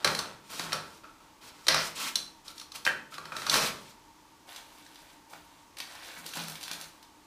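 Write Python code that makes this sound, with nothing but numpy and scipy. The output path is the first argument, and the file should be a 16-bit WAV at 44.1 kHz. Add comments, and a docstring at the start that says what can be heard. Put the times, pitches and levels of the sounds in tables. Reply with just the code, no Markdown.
"""Cat unrolling toilet paper

A cat unrolls toilet paper in a small tiled bathroom, then paws at the loose pile on the floor.
Each pull spins the roll, heard as filtered grains and noise; its knocks are short bursts through resonances.
The tissue hisses and crinkles in many bands of random snaps, with single sharp creases on top.
Hard walls ring after these sounds as fading noise, over the faint whirr of a fan made of filtered noise."""
import sys
import numpy as np
from scipy import signal
from scipy.fft import rfft, irfft, next_fast_len
from scipy.io import wavfile
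from scipy.ndimage import map_coordinates

SR = 44100
rng = np.random.default_rng(int(sys.argv[2]) if len(sys.argv) > 2 else 0)


def materialize(psi):
    """Save the field psi as 16-bit PCM at rate SR to the path in sys.argv[1].

    A 1-D psi becomes a single channel; in a 2-D psi each row is a channel.
    """
    bounded = np.clip(np.atleast_2d(psi).T, -1, 1)
    quanta = np.round(bounded * 32767).astype(np.int16)
    wavfile.write(sys.argv[1], SR, quanta)


N = 320166  # length of the sound in samples

# Every level in the tables is relative: the function that plays it adds a gain of its own.
# the roll strikes its holder: start_s, spindle_db, tube_db, bracket_db
HOLDER_KNOCKS = [(0.0447, -16.5, -21.5, -21.5), (0.0731, -26, -26, -22.5), (0.1481, -26, -43, -31),
                 (0.189, -23.5, -31.5, -46), (0.594, -28.5, -34.5, -29.5), (0.7203, -33.5, -41, -29),
                 (0.7286, -23, -26.5, -30.5), (1.6671, -28, -32, -34), (1.6818, -13.5, -26.5, -22),
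                 (1.6849, -16, -39, -22), (1.743, -20.5, -21.5, -23.5), (2.1553, -16.5, -45, -37.5),
                 (2.4795, -36.5, -44, -58), (2.579, -39, -55, -63), (2.597, -36.5, -64, -65),
                 (2.6125, -38.5, -49, -59), (2.718, -38, -48, -66), (2.85, -25, -39, -38),
                 (2.8643, -35, -34.5, -17), (2.8743, -39, -49, -15.5), (3.1804, -38.5, -33, -43),
                 (3.2537, -41, -37, -41), (3.3193, -48, -29, -42), (3.3647, -31.5, -43, -34.5),
                 (3.4178, -38, -35, -36.5), (3.465, -29, -28.5, -37), (3.4954, -16, -32, -45),
                 (3.54, -17.5, -29, -20), (3.5536, -26, -24.5, -27), (4.8626, -50, -70, -52)]
# resonances of the roll and its holder: pitch_hz, width_hz, level_db
THUD_MODES = [(159.4, 95, -10), (228, 51, -6.5), (382, 60, -1.5), (545, 68, 2.5), (950, 234, 2)]
# resonances of the cardboard tube: pitch_hz, width_hz, level_db
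TUBE_MODES = [(1170, 170, -7), (1370, 120, 0), (2500, 140, -11)]
# resonances of the bracket: pitch_hz, width_hz, level_db
BRACKET_MODES = [(1550, 240, 0.5), (1907, 217, 3.5), (2580, 400, -3.5), (3115, 53, 3)]
# resonances of the spring-loaded spindle: pitch_hz, width_hz, level_db
SPINDLE_MODES = [(4020, 260, 0), (4620, 300, -3), (5490, 220, -2), (5800, 150, -4), (6120, 150, -4)]
# colour of the crack in a knock: pitch_hz, level_db (per Hz)
CRACK_COLOUR = [(300, -26), (2000, -6.5), (3500, 13), (5300, 0), (7500, 4), (10000, 5), (15000, -12)]
# the crack follows the spindle's share of a blow, the thud the tube's and the bracket's
CRACK_DB, THUD_DB = -19.5, -17.5

# the roll is set spinning: start_s, driven_s, tumble_db, tube_rub_db, spindle_rattle_db
ROLL_SPINS = [(0.0, 0.042, -42, -53, -68), (0.046, 0.028, -24.5, -45, -33), (0.18, 0.097, -37.5, -47, -57),
              (0.5, 0.23, -45, -62, -68), (0.65, .07, -39.5, -50, -66), (0.725, 0.061, -36, -34, -52),
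              (1.035, 0.018, -50, -43, -75), (1.2, 0.067, -55.5, -58, -87), (1.42, .18, -54, -76, -68),
              (1.686, 0.12, -40, -47, -26.5), (1.995, 0.074, -56, -52, -66),
              (2.155, 0.039, -45.5, -54, -65), (2.47, .03, -55, -56, -68), (2.74, 0.051, -50, -55, -72),
              (2.864, 0.019, -35, -50, -61), (3.12, 0.25, -50.5, -48.5, -70), (3.32, 0.23, -44.5, -45, -58),
              (3.468, .05, -36, -29, -39), (3.53, 0.12, -31, -36, -30)]
# the roll slows a little while driven, then coasts to rest; the rattle settles sooner
SPIN_ATTACK_S, SPIN_SAG_DB = 0.0042, 5
COAST_DB_PER_S, RATTLE_STOP_DB_PER_S = 128, 225
# colour of the tumbling roll: pitch_hz, level_db (per Hz)
TUMBLE_COLOUR = [(20, -36), (45, -18), (90, -5), (160, -2.5), (280, -3.5), (560, 3), (750, -0.5),
                 (1000, 0.5), (1400, 2), (2100, -6.5), (4300, -5.5), (6000, -15), (7500, -15), (15000, -28)]
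# colour of the spindle's rattle: pitch_hz, level_db (per Hz)
RATTLE_COLOUR = [(200, -12), (450, -8.5), (580, 5.5), (750, -2.5), (1200, 0.5), (2200, 2.5), (3200, -6),
                 (4200, 1), (5500, 2), (6400, -7), (7500, -52), (15000, -42)]
# claws drag the sheet off the roll: start_s, length_s, hiss_db
SHEET_DRAGS = [(0.045, 0.15, -48), (0.43, 0.069, -63), (0.488, 0.16, -46.5), (0.66, 0.1, -53),
               (0.78, 0.2, -63), (1.405, 0.087, -56), (1.53, 0.16, -62), (1.675, 0.2, -44),
               (1.945, 0.06, -43), (1.985, .098, -39), (2.44, 0.068, -56), (2.54, 0.079, -57.5),
               (2.735, 0.021, -46), (2.845, 0.015, -39.5), (3.1, 0.053, -56), (3.19, 0.21, -62.5),
               (3.345, 0.2, -48.5), (3.5, 0.08, -33.5), (3.58, 0.095, -37), (3.74, 0.17, -60)]
# the sheet gathers speed until the claws let go
DRAG_ATTACK_S, DRAG_SWELL_DB, DRAG_RELEASE_DB_PER_S = 0.02, 4, 416
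# colour of the sliding sheet: pitch_hz, level_db (per Hz)
SHEET_COLOUR = [(88, -47.5), (150, -14.5), (649, -13), (701, -14), (1250, -3), (1770, -10), (2270, -3.5),
                (2450, -5), (4810, -5.5), (10800, -13.5), (15000, -20)]
# the taut sheet tugs at the holder: start_s, length_s, bracket_db, tube_db, spindle_db
HOLDER_TUGS = [(5.8, 0.31, -48, -59, -54), (6.3, 0.19, -57, -48, -44), (6.6, 0.24, -62, -54, -51)]

# a paw stirs the heap on the floor: start_s, length_s, rustle_db, padding_db
HEAP_STIRS = [(4.465, 0.12, -47.5, -58), (4.62, 0.5, -56.5, -63.5), (5.28, .08, -54, -55.5),
              (5.42, 0.19, -61.5, -77), (5.762, 0.042, -45, -63), (5.86, .14, -49.5, -61),
              (6.01, 0.18, -46, -53), (6.22, 0.14, -48, -49.5), (6.335, 0.066, -37, -43.5),
              (6.44, 0.13, -47.5, -52), (6.6, .09, -46.5, -61), (6.69, 0.069, -47, -59.5),
              (6.78, 0.044, -50.5, -51), (6.88, 0.11, -63, -78)]
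# the tugs share these settings with the stirs
STIR_ATTACK_S, STIR_SWELL_DB, STIR_RELEASE_DB_PER_S = 0.024, -1, 195
# colour of the rustling heap: pitch_hz, level_db (per Hz)
HEAP_COLOUR = [(290, -36), (500, -3.5), (871, 1.5), (2020, -1.5), (2230, 1), (2430, -2), (3990, -2),
               (6670, -8.5), (11000, -10), (15000, -20)]
# colour of the padding paws: pitch_hz, level_db (per Hz)
PADDING_COLOUR = [(20, -45), (60, -22), (110, -21), (160, -5.5), (260, -12), (500, -2), (900, -15),
                  (2000, -17.5)]
# the sharpest creases of the tissue buckle: start_s, level_db
SHARP_CREASES = [(2.7569, -28.5), (3.14, -30), (4.5605, -29.5), (5.7692, -31.5), (5.784, -28),
                 (5.8013, -22), (6.2621, -25.5), (6.288, -31), (6.335, -25), (6.482, -26), (6.4974, -28),
                 (6.554, -29.5), (6.61, -31), (6.6355, -25.5), (6.679, -26), (6.7126, -21.5), (6.7316, -27),
                 (6.811, -27.5), (6.8399, -35), (7.0268, -38.5)]
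# smaller creases buckle by chance while the heap rustles, this far over the rustle on average
SMALL_CREASES_PER_S, SMALL_CREASE_DB, CREASE_SCATTER_DB = 14, 7, 7
# colour of a buckling crease: pitch_hz, level_db (per Hz)
CREASE_COLOUR = [(200, -41), (700, -7), (1400, 0), (2800, -1), (4100, 1), (5500, -1.5), (7500, -6.5),
                 (11000, -6.5), (15000, -13)]
# a paw pats the heap against the floor: start_s, pat_db, thump_db
HEAP_PATS = [(0.594, -25, -45), (5.332, -32, -67), (5.801, -33, -73), (6.172, -38.5, -56.5),
             (6.37, -27, -47), (6.386, -37, -46.5), (6.48, -37, -59), (6.712, -30, -57)]
# colour of a pat on the heap: pitch_hz, level_db (per Hz)
PAT_COLOUR = [(60, -33), (160, 0.5), (600, -0.5), (1200, 5.5), (3000, -6), (6000, -9), (15000, -29)]
# resonances of the floor under a paw: pitch_hz, width_hz, level_db
FLOOR_MODES = [(167.5, 16, 2), (252, 22, -3)]

# colour of the fan's moving air: pitch_hz, level_db (per Hz)
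AIR_COLOUR = [(15, -43), (25, -9), (75, -11.5), (207, -15), (309, -12.5), (363, -19.5), (769, -17.5),
              (903, -8), (1060, -17), (1210, -15.5), (1500, -19), (6370, -23.5), (7890, -27),
              (15000, -33.5)]
# resonances of the fan's duct: pitch_hz, width_hz, level_db
DUCT_MODES = [(301.6, 34, -2), (915, 42, -2), (1144, 41, -9)]
# a thin steady whine: pitch_hz, width_hz, level_db
WHINE_MODES = [(7700, 31, 0)]
# how long the tiled room rings: pitch_hz, time_to_fall_60_db_s
ROOM_DECAY = [(120, 0.82), (300, 0.61), (700, 0.44), (1800, 0.41), (5000, 0.35), (13000, 0.35)]
# standing waves between the walls: pitch_hz, width_hz, level_db
STANDING_WAVES = [(159, 11, 3), (202, 8.7, -4)]
TOP_HZ = 15250  # nothing is heard above this


def knocks(count=3):
    """Each blow shares its force among the roll, its tube, the bracket and the spindle, then rebounds."""
    track = np.zeros(N)
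    for s, spindle_db, tube_db, bracket_db in HOLDER_KNOCKS:
        blow = amp(spindle_db + CRACK_DB) * coloured(chatter(0.008), CRACK_COLOUR)
        blow += amp((tube_db + bracket_db) / 2 + THUD_DB) * rung(chatter(0.0042), THUD_MODES)
        blow += amp(tube_db - 15.5) * rung(chatter(0.0046), TUBE_MODES)
        blow += amp(bracket_db - 15) * rung(chatter(0.0022), BRACKET_MODES)
        blow += amp(spindle_db - 14) * rung(chatter(0.0035), SPINDLE_MODES)
        add(track, s, blow)
        for delay_s in rng.uniform(0.004, 0.022, count):  # the loose spindle bounces
            add(track, s + delay_s, amp(-22) * blow)
    return room(track, wet_db=-4, bass_db=8.5)


def roll():
    """The spinning roll, the sheet dragged from it and the tugs on its holder ring in the room together."""
    return room(spinning() + dragging() + tugging(), wet_db=-6, bass_db=5.5)


def spinning():
    """The lopsided roll rumbles, its tube rubs and its spindle rattles as it turns."""
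    tumble, rub, _ = gestures(ROLL_SPINS, SPIN_ATTACK_S, -SPIN_SAG_DB, COAST_DB_PER_S)
    _, _, rattle = gestures(ROLL_SPINS, SPIN_ATTACK_S, -SPIN_SAG_DB, RATTLE_STOP_DB_PER_S)
    track = amp(-6.5) * tumble * coloured(grains(900, 3.3, smooth=0.5), TUMBLE_COLOUR)
    track += amp(-9.5) * rub * rung(grains(150, 3.0, smooth=0.4), TUBE_MODES)
    track += amp(-3.5) * rattle * coloured(grains(2000, 1.6, smooth=0.95), RATTLE_COLOUR)
    return track


def dragging():
    """The sheet hisses under the claws as many fibres catch and let go."""
    fibres = crinkle(2500, 4, smooth=0.8, clump_db=1.3)
    hiss, = gestures(SHEET_DRAGS, DRAG_ATTACK_S, DRAG_SWELL_DB, DRAG_RELEASE_DB_PER_S)
    return amp(3) * hiss * coloured(fibres, SHEET_COLOUR)


def tugging():
    """Tugs from the cat below travel up the sheet and shake the holder."""
    bracket, tube, spindle = gestures(HOLDER_TUGS, STIR_ATTACK_S, STIR_SWELL_DB, STIR_RELEASE_DB_PER_S)
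    track = amp(-9.5) * bracket * rung(grains(300, 3, smooth=0.6), BRACKET_MODES)
    track += amp(-9.5) * tube * rung(grains(300, 3.3, smooth=0.41), TUBE_MODES)
    track += amp(-6.5) * spindle * rung(grains(180, 2.9, smooth=0.26), SPINDLE_MODES)
    return track


def pile():
    """Loose tissue crackles finely, single creases snap, and the paws pad and pat underneath."""
    rustle, padding = gestures(HEAP_STIRS, STIR_ATTACK_S, STIR_SWELL_DB, STIR_RELEASE_DB_PER_S)
    crackle = crinkle(350, 6, smooth=0.55, clump_db=2.6)
    track = amp(-4.5) * rustle * coloured(crackle, HEAP_COLOUR)
    track += amp(-6.5) * padding * coloured(grains(300, 8.7, smooth=0.72), PADDING_COLOUR)
    for s, db in SHARP_CREASES + small_creases(rustle):
        add(track, s, amp(db - 22) * crease())
    for s, pat_db, thump_db in HEAP_PATS:
        add(track, s, amp(pat_db - 20) * coloured(chatter(0.0078), PAT_COLOUR))
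        add(track, s, amp(thump_db - 7) * rung(chatter(0.0019), FLOOR_MODES))
    return room(track, wet_db=0, bass_db=-2.5)


def crease():
    """One crease snaps, with extra sound around a pitch of its own."""
    snap = chatter(0.005)
    pitch_hz = 4500 * np.exp(0.73 * rng.standard_normal())
    return coloured(snap + fold(snap, pitch_hz, 0.8), CREASE_COLOUR)


def small_creases(rustle):
    """(start_s, level_db) of creases that buckle at random, harder where the heap is stirred harder."""
    chance, size = rng.random(N), rng.standard_normal(N)
    stirred = rustle > rustle.max() / 20
    at = np.flatnonzero((chance < SMALL_CREASES_PER_S / SR) & stirred)
    levels_db = 20 * np.log10(rustle[at]) + SMALL_CREASE_DB + CREASE_SCATTER_DB * size[at]
    return list(zip(at / SR, levels_db))


def fan():
    """Steady moving air whirring in its duct, and a thin steady whine besides."""
    air = amp(-60) * coloured(rng.standard_normal(N), AIR_COLOUR)
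    whirr = amp(-62) * rung(rng.standard_normal(N), DUCT_MODES)
    whine = amp(-83) * rung(rng.standard_normal(N), WHINE_MODES)
    return air + whirr + whine


def room(x, wet_db, bass_db):
    """Direct sound plus the tiles' tail, which booms at the room's standing waves."""
    hz, t, noise = signal.stft(rng.standard_normal(SR), SR, nperseg=256)
    lift = amp(along([(200, bass_db), (4000, 0.0079)], hz))[:, None]
    fading = noise * amp(-60 * t / along(ROOM_DECAY, hz)[:, None])
    tail = signal.istft(fading * lift, SR, nperseg=256)[1]
    # the tail is scaled by its strength without the bass lift
    tail /= np.linalg.norm(signal.istft(fading, SR, nperseg=256)[1])
    tail = filtered(tail, lambda f: 1 + sum(resonance([mode], f) for mode in STANDING_WAVES))
    return x + amp(wet_db) * signal.fftconvolve(x, tail)[:N]


def chatter(length_s, size=2048):
    """One contact: a burst of tiny slips that swells quickly, then dies away within about twice length_s."""
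    t = np.arange(size) / SR
    burst = rfft(rng.standard_normal(size) * np.exp(-(t / length_s) ** 4))
    # a hard contact drives all frequencies about equally
    even = irfft(burst / np.abs(burst) ** 0.5, size)
    return even * (1 - np.exp(-t / 0.0009)) * np.exp(-(t / length_s / 2) ** 4)


def grains(per_second, spread_db, smooth):
    """Random tiny snaps of uneven size on a share of smooth friction noise."""
    snaps = (rng.random(N) < per_second / SR) * np.sign(rng.standard_normal(N))
    sizes = amp(spread_db * np.clip(rng.standard_normal(N), -2, 2))
    return unit(snaps * sizes) + smooth * rng.standard_normal(N)


def crinkle(per_second, spread_db, smooth, clump_db, count=7):
    """Folds of many sizes buckle in clumps, each size in its own part of the spectrum."""
    total = np.zeros(N)
    for pitch_hz in np.geomspace(250, 14000, count):
        snaps = grains(per_second, spread_db, smooth)
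        clumped = snaps * amp(clump_db * wobble(60))
        total += fold(clumped, pitch_hz, 0.5)
    return unit(total)


def fold(x, hz, octaves):
    """x as radiated by one fold of tissue, whose size sets its pitch: a bell-shaped band around hz."""
    return filtered(x, lambda f: np.exp(-0.5 * (np.log2((f + 1) / hz) / octaves) ** 2))


def gestures(rows, attack_s, swell_db, release_db_per_s):
    """One gain curve for each level column after start_s and length_s: attack, swelling hold, release."""
    age = np.arange(SR) / SR  # each gesture lasts at most one second
    total = np.zeros((len(rows[0]) - 2, N))
    for s, length_s, *levels in rows:
        hold_db = swell_db * (np.minimum(age / length_s, 1) - 0.5)
        release_db = release_db_per_s * np.maximum(age - length_s, 0)
        shape = np.minimum(age / attack_s, 1) * amp(hold_db - release_db)
        for power, db in zip(total, levels):
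            add(power, s, (amp(db) * shape) ** 2)  # overlapping gestures add as power
    return np.sqrt(total)


def wobble(per_second):
    """A smooth random curve through per_second random points each second."""
    knots = rng.standard_normal(int(N * per_second / SR) + 4)
    return map_coordinates(knots, [np.arange(N) * per_second / SR])


def resonance(modes, f):
    """The response of things that ring, each mode a peak in opposite phase to the one before."""
    total = 0
    for k, (centre, width, db) in enumerate(modes):
        peak = 1j * f * width / (centre ** 2 - f ** 2 + 1j * f * width)
        total = total + (-1) ** k * amp(db) * peak
    return total


def rung(x, modes):
    """x through a set of resonances, at rms 1."""
    return unit(filtered(x, lambda f: resonance(modes, f)))


def coloured(x, spectrum):
    """x with the given colour, at rms 1."""
    return unit(filtered(x, lambda hz: amp(along(spectrum, hz))))


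def filtered(x, response):
    """x times a response of frequency."""
    size = next_fast_len(len(x) + 4096)  # spare room for the ringing
    spectrum = rfft(x, size) * response(np.fft.rfftfreq(size, 1 / SR))
    return irfft(spectrum, size)[:len(x)]


def along(points, hz):
    """(pitch_hz, value) points read on a log axis."""
    f, v = np.transpose(points)
    return np.interp(np.log(hz + 1), np.log(f + 1), v)


def amp(db):
    """Decibels to gain."""
    return 10 ** (np.asarray(db) / 20)


def unit(x):
    """x scaled to rms 1."""
    return x / np.sqrt(np.mean(x ** 2) + 1e-20)


def add(track, s, sound):
    """Mixes a sound into the track at time s in seconds."""
    part = track[max(round(s * SR), 0):][:len(sound)]
    part += sound[:len(part)]


def scene():
    """All sources added into one channel."""
    return (knocks() + roll() + pile() + fan())[None]


def record(dry):
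    """Keeps nothing at or above the band limit."""
    return np.array([filtered(x, lambda hz: hz < TOP_HZ) for x in dry])


dry = scene()
out = record(dry)
materialize(out)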